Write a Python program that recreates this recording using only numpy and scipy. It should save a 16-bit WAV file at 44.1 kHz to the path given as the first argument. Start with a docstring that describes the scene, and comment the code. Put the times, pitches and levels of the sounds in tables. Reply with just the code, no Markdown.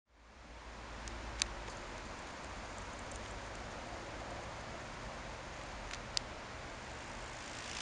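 """A quiet park lawn fades in: far tyres blend into a steady wash and a few engines drone. A finger ticks on a
hand-held camera, then its zoom lever snaps and rings the plastic shell. A motor moves the lens, which sizzles
and ticks from rubbing, the sizzle swelling for a while as two cars pass a little closer. The lens clicks
against its stop. Near the end a bicycle coasts up the path, ticking fast as the small catch in its freewheel
drops off tooth after tooth."""
import sys
import numpy as np
from scipy import signal
from scipy.fft import rfft, irfft, next_fast_len
from scipy.io import wavfile

SR = 44100
rng = np.random.default_rng(int(sys.argv[2]) if len(sys.argv) > 2 else 0)


def master_out(mix):
    """Clip the mix to full scale and print it as 16-bit PCM to the path in sys.argv[1]."""
    frames = np.transpose(np.atleast_2d(mix))
    ceiling = np.clip(frames, -1, 1)
    pcm = np.round(ceiling * 32767).astype(np.int16)
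    wavfile.write(sys.argv[1], SR, pcm)


N = 344421
TIME = np.arange(N) / SR

# the tone colour of plastic rubbing on plastic: (frequency [Hz], level [dB])
PLASTIC_GRIT = [(2200, -2.5), (3500, 4.5), (5500, 4.5), (7500, 1.5), (9000, -7), (11000, -11)]
# the tone colour of hissing tyres: (frequency [Hz], level [dB])
TYRE_HISS = [(700, 0), (1200, -3), (1600, 2.5), (2200, 0.5), (3000, -5.5), (3900, -7.5), (4700, -8.5),
             (5700, -10), (6800, -11), (9000, -17.5), (11000, -30.5)]


def zoom_snaps(shell_db=-15.0, crack_db=6.0, grit_db=-9.0, low_cut_hz=1050):
    """The lever and the lens stop snap: each short, gritty crack makes the plastic shell ring."""
    # the snaps: (time [s], level [dB], pitch of the crack [Hz], share passed to the shell [dB])
    snaps = [(1.3983, -35.5, 4700, 2), (1.4186, -12, 3960, 2), (5.9112, -30.5, 2130, -12),
             (5.934, -33, 3310, -4), (5.9378, -33, 2980, -1), (5.946, -30.5, 3400, -1),
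             (6.145, -41, 2800, -10), (6.1725, -15, 4700, -17)]
    # the notes the shell rings with: (pitch [Hz], level [dB], time to fall 60 dB [s])
    shell_notes = [(1160, -11, .012), (1520, -24, 0.0097), (2600, -10.5, 0.014), (3170, -2, 0.0019),
                   (4030, -8, 0.0063), (4640, 0.5, 0.003), (5330, -23, 0.0041), (6070, 8, 0.004),
                   (7500, -2, 0.0027), (8550, 2, .003), (9860, 5.5, 0.0041)]
    cracks = [ring(impulses([(s, db)]), hz, decay_s=0.0021) for s, db, hz, _ in snaps]
    push = sum(from_db(share_db) * crack for (*_, share_db), crack in zip(snaps, cracks))
    shell = 0
    for k, (hz, db, decay_s) in enumerate(shell_notes):
        shell += (-1) ** k * from_db(db) * ring(push, hz, decay_s)   # every other note is flipped
    grit = slips([(s, db) for s, db, _, _ in snaps], rise_s=0.0007) * noise(PLASTIC_GRIT)
    sound = from_db(shell_db) * shell + from_db(crack_db) * sum(cracks) + from_db(grit_db) * grit
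    # so small a body gives off no bass
    return signal.sosfilt(signal.butter(3, low_cut_hz, "high", fs=SR, output="sos"), sound)


def bicycle(nearest_s=7.856, nearest_m=0.72, speed_m_per_s=6.5, ticks_per_s=55.1):
    """The freewheel's catch drops off each tooth: thin from afar, louder and fuller as it nears."""
    # the tone colour of the catch from far away: (frequency [Hz], level [dB])
    far_colour = [(2000, -15), (4500, -15), (6000, -1), (6800, 5), (8000, 7), (9000, -4), (11000, -15)]
    # the same catch close by: (frequency [Hz], level [dB])
    near_colour = [(800, -10), (1100, 5), (1450, -11), (2100, -10), (2500, 4), (2900, 7), (3500, 1.5),
                   (4200, -2.5), (4950, 2.5), (5800, 1.5), (7000, -1), (9000, -7.5), (11000, -16)]
    catch_db, tyres_db, rattle = -47, -50.5, 0.19
    distance_m = np.hypot(nearest_m, speed_m_per_s * (TIME - nearest_s))
    near = 1 / (1 + (distance_m / 3.3) ** 2)   # more full than thin within 3.3 m
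    since_tick_s = (TIME - 7.7853) % (1 / ticks_per_s)   # one tick falls at 7.7853 s
    ticks = burst(since_tick_s, rise_s=0.0016) + rattle * (1 + near / 2)
    ticks = unit_power(ticks * flicker(db=1.0, rate=30))
    metal = np.sqrt(1 - near) * noise(far_colour) + np.sqrt(near) * noise(near_colour)
    coasting = gate(start_s=6.63, end_s=np.inf, edge_s=0.55)
    freewheel = coasting * from_db(catch_db) / distance_m * ticks * metal
    tyres = from_db(tyres_db) * near * noise(TYRE_HISS)
    return freewheel + tyres


def camera_ticks(thin_db=-3.5, full_db=-3.0, rise_s=0.00081):
    """Tiny slips in the lens gears make bright ticks, a few of them fuller than the rest; the first, before the
    motor starts, is a finger touching the camera."""
    # the ticks: (time [s], level [dB], fullness [0-1])
    ticks = [(1.077, -32, 0.5), (1.77, -38, 0.03), (2.19, -44, 0.06), (2.4445, -44, 0.5),
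             (2.783, -39.5, 0.06), (2.9914, -40, 0), (3.1143, -38, .05), (3.119, -38.5, 0),
             (3.1583, -35, .15), (3.3106, -44, 0), (3.553, -41, 0.3), (4.3064, -45, 0.1),
             (5.6348, -47, 0.2)]
    # the tone colour of a thin tick: (frequency [Hz], level [dB])
    tick_colour = [(4500, -20), (5500, -3), (6400, 6.5), (7600, 11.5), (9000, 2), (11000, -20)]
    s, db, fullness = np.transpose(ticks)
    fullness_db = 10 * np.log10(np.clip(fullness, 1e-6, 1))
    thin = slips(np.c_[s, db], rise_s) * noise(tick_colour)
    full = slips(np.c_[s, db + fullness_db], rise_s) * noise(PLASTIC_GRIT)
    return from_db(thin_db) * thin + from_db(full_db) * full


def zoom_motor(start_s=1.68, end_s=5.9, running_db=-67, spin_up_s=0.026):
    """The motor starts with a soft jolt; then the moving lens rubs and sizzles inside its tube."""
    # the pitches the lens tube favours: (pitch [Hz], width [Hz], level [dB])
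    tube_notes = [(4740, 340, 1), (6550, 480, 1), (7250, 460, -3), (9200, 370, -11)]
    # the motor's kick against the camera body: (time [s], level [dB])
    kick = [(1.677, -46)]
    # the tone colour of that kick: (frequency [Hz], level [dB])
    kick_colour = [(70, -2), (170, 0), (300, -10), (680, -9), (1200, -12)]
    rubbing = flicker(db=4.5, rate=60) * rng.standard_normal(N)
    sizzle = 0
    for hz, width_hz, db in tube_notes:
        sizzle += from_db(db) * signal.lfilter(*signal.iirpeak(hz, hz / width_hz, fs=SR), rubbing)
    spin_up = swell(start_s + spin_up_s, spin_up_s, db=-57)   # louder for a moment at first
    loudness = gate(start_s, end_s, edge_s=0.015) * (from_db(running_db) + spin_up)
    jolt = slips(kick, rise_s=0.0059) * noise(kick_colour)
    return loudness * unit_power(sizzle) + jolt


def scrapes():
    """Longer slides inside the camera swell and fade with a grainy rubbing noise."""
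    # the slides: (time [s], length [s], level [dB])
    slides = [(1.415, 0.034, -47), (1.467, .016, -51.5), (1.683, 0.019, -51), (3.279, 0.12, -59.5),
              (5.63, 0.11, -57), (5.925, 0.083, -49.5)]
    # their tone colour: (frequency [Hz], level [dB])
    slide_colour = [(500, -10), (1700, 12.5), (3000, 5), (5000, 0.5), (6600, 3), (9000, -3), (11000, -24)]
    rubbing = unit_power(flicker(db=6.5, rate=150) * noise(slide_colour))
    return sum(swell(*slide) for slide in slides) * rubbing


def motor_swell():
    """The motor's sizzle swells once around 3 s with a faint, high crackle."""
    # the tone colour of that crackle: (frequency [Hz], level [dB])
    crackle_colour = [(5200, -6), (6200, -1), (6700, 3), (7400, -1), (9000, -6), (10500, -24)]
    crackle = unit_power(flicker(db=5.5, rate=60) * noise(crackle_colour))
    return swell(middle_s=3.07, length_s=1.25, db=-64.5) * crackle


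def passing_cars():
    """The tyres of two nearer cars hum, rising out of the far traffic and sinking back."""
    # the cars: (time when nearest [s], level [dB], time to fall 3 dB [s])
    cars = [(4.12, -52, 0.41), (5.801, -60, 1)]
    # the tone colour of their hum: (frequency [Hz], level [dB])
    hum_colour = [(440, -9), (540, 3), (620, -1), (730, 1.5), (850, -7.5), (1000, -15)]
    power = sum((from_db(db) * going_by(s, fall_s)) ** 2 for s, db, fall_s in cars)
    return np.sqrt(power) * flicker(db=1.5, rate=8) * noise(hum_colour)


def far_engines(settle_s=2.0, wobble_rad=0.39):
    """Only the firing tone of each engine carries this far, and it flutters on its way through the air."""
    # spells of speeding up, slowing down or idling:
    # (start [s], length [s], first pitch [Hz], last pitch [Hz], first level [dB], last level [dB])
    runs = [ (0, 1.7, 56.3, 54.8, -52, -50), (.7, 1.5, 114, 102, -60, -63.5),
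            (1.05, 1.06, 38.5, 43.5, -59, -53.5), (1.079, 1.05, 336, 361, -59.5, -65.5),
            (2.4, 5.2, 57.8, 71, -59.5, -67), (2.45, 5.23, 88, 119, -58.5, -63),
            (2.5, 1.93, 44.6, 52.5, -54, -61), (3.5, 2.3, 156, 171, -65, -67),
            (3.852, 1.0, 334, 352.4, -60, -65.5), (4.598, 1.6, 146.5, 135, -62.5, -65.5),
            (4.8, .95, 47.3, 45.6, -58, -55), (5.753, 0.66, 44.8, 29.8, -54, -62),
            (6.85, 0.58, 42.5, 42, -59, -56)]
    sound = 0
    for start_s, length_s, first_hz, last_hz, first_db, last_db in runs:
        end_s = start_s + length_s
        # the engine's speed changes fastest at first, then settles
        settled = 1 - np.exp(-np.clip(TIME - start_s, 0, length_s) / settle_s)
        hz = first_hz + (last_hz - first_hz) * settled / settled[-1]
        level_db = np.interp(TIME, [start_s, end_s], [first_db, last_db])
        loudness = from_db(level_db) * flicker(db=1.4, rate=5)
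        cycles = np.cumsum(hz) / SR + rng.random()
        tone = np.sqrt(2) * np.sin(2 * np.pi * cycles + wobble_rad * drift(rate=4.4))
        sound += gate(start_s, end_s, edge_s=0.11) * loudness * tone
    return sound


def far_traffic(roar_db=-50, hiss_db=-52, rumble_db=-55.5):
    """Many far tyres blend into a roar, with a bright hiss above it and a lumpy rumble below."""
    # the tone colour of the roar: (frequency [Hz], level [dB])
    roar_colour = [(76, -31), (130, -4.5), (173, -4.5), (215, 1.5), (354, -2), (413, -4.5), (610, 0.5),
                   (740, -4), (937, -0.5), (1230, -4), (1500, -7.5), (1950, -41), (3300, -120)]
    # the tone colour of the rumble: (frequency [Hz], level [dB])
    rumble_colour = [(10, -14), (25, -7), (42, -0.5), (60, 0.5), (82, -3), (115, -7.5), (160, -15),
                     (260, -31)]
    slow_swell = going_by(nearest_s=3.1, fall_s=8.3)
    roar = from_db(roar_db) * flicker(db=0.06, rate=2.7) * slow_swell * noise(roar_colour)
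    hiss = from_db(hiss_db) * flicker(db=0.06, rate=3.1) * noise(TYRE_HISS)
    rumble = from_db(rumble_db) * flicker(db=1.5, rate=5.6) * noise(rumble_colour)
    return roar + hiss + rumble


def from_db(db):
    """Turn decibels into a number to multiply by."""
    return 10 ** (np.asarray(db) / 20)


def unit_power(x):
    """Scale a signal so that its average power is 1."""
    return x / np.sqrt(np.mean(x ** 2) + 1e-20)


def drift(rate):
    """A smooth random curve of typical size 1, changing about `rate` times a second."""
    size = next_fast_len(N)
    hz = np.fft.rfftfreq(size, 1 / SR)
    return unit_power(irfft(rfft(rng.standard_normal(size)) / (1 + (hz / rate) ** 2), size)[:N])


def flicker(db, rate):
    """A loudness that wanders up and down by about `db` decibels."""
    return from_db(db * drift(rate))


def noise(colour):
    """Noise of power 1 shaped by (frequency [Hz], level [dB]) rows, falling steeply past their ends."""
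    size = next_fast_len(N)
    hz = np.maximum(np.fft.rfftfreq(size, 1 / SR), 1)
    row_hz, row_db = np.transpose(colour)
    fall_off = np.minimum(1, np.minimum(hz / row_hz[0], row_hz[-1] / hz)) ** 4
    gain = from_db(np.interp(np.log(hz), np.log(row_hz), row_db)) * fall_off
    return unit_power(irfft(rfft(rng.standard_normal(size)) * gain, size)[:N])


def ring(push, hz, decay_s):
    """Each push sets a pure tone ringing, which falls 60 dB in decay_s."""
    decay = 10 ** (-3 / (decay_s * SR))
    angle = 2 * np.pi * hz / SR
    return signal.lfilter([0, np.sin(angle)], [1, -2 * decay * np.cos(angle), decay ** 2], push + 1e-18)


def impulses(rows):
    """A one-sample spike for each (time [s], level [dB]) row."""
    s, db = np.transpose(rows)
    return np.bincount(np.round(s * SR).astype(int), from_db(db), N)[:N]


def burst(age_s, rise_s):
    """The loudness of a brief touch: up to 1 at rise_s, then dying away."""
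    progress = np.maximum(age_s, 0) / rise_s
    return progress * np.exp(1 - progress)


def slips(rows, rise_s):
    """A loudness curve with one burst for each (time [s], level [dB]) row."""
    return signal.oaconvolve(impulses(rows), burst(TIME[:SR // 20], rise_s))[:N]


def going_by(nearest_s, fall_s):
    """The loudness of something passing in a straight line: 1 when nearest, 3 dB less fall_s away."""
    return 1 / np.hypot(1, (TIME - nearest_s) / fall_s)


def gate(start_s, end_s, edge_s):
    """1 between two times and 0 outside, with sloping edges."""
    return np.clip(np.minimum(TIME - start_s, end_s - TIME) / edge_s + .5, 0, 1)


def swell(middle_s, length_s, db):
    """A loudness that rises smoothly to `db` at middle_s and falls again."""
    return from_db(db) * np.exp(-2 * ((TIME - middle_s) / length_s) ** 2)


def scene():
    """The distant town, the zooming camera and the bicycle, added into one channel."""
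    town = far_traffic() + passing_cars() + far_engines()
    camera = zoom_snaps() + camera_ticks() + scrapes() + zoom_motor() + motor_swell()
    return (town + camera + bicycle())[None]


def record(dry, dip_hz=8000, dip_db=-15.0, dull_hz=9200, cutoff_hz=11050):
    """A small microphone with a narrow dip in the treble and a dull top; the sound fades in."""
    fade_start_s, fade_length_s = 0.053, 1.035
    x = signal.lfilter(*signal.iirnotch(dip_hz, Q=8.1, fs=SR), dry)
    x = x + from_db(dip_db) * (dry - x)   # a little still gets through the dip
    x = signal.sosfilt(signal.butter(8, dull_hz, fs=SR, output="sos"), x)
    x = x * np.clip((TIME - fade_start_s) / fade_length_s, 0, 1)
    return signal.sosfilt(signal.ellip(10, .2, 80, cutoff_hz, fs=SR, output="sos"), x)


dry = scene()
out = record(dry)
master_out(out)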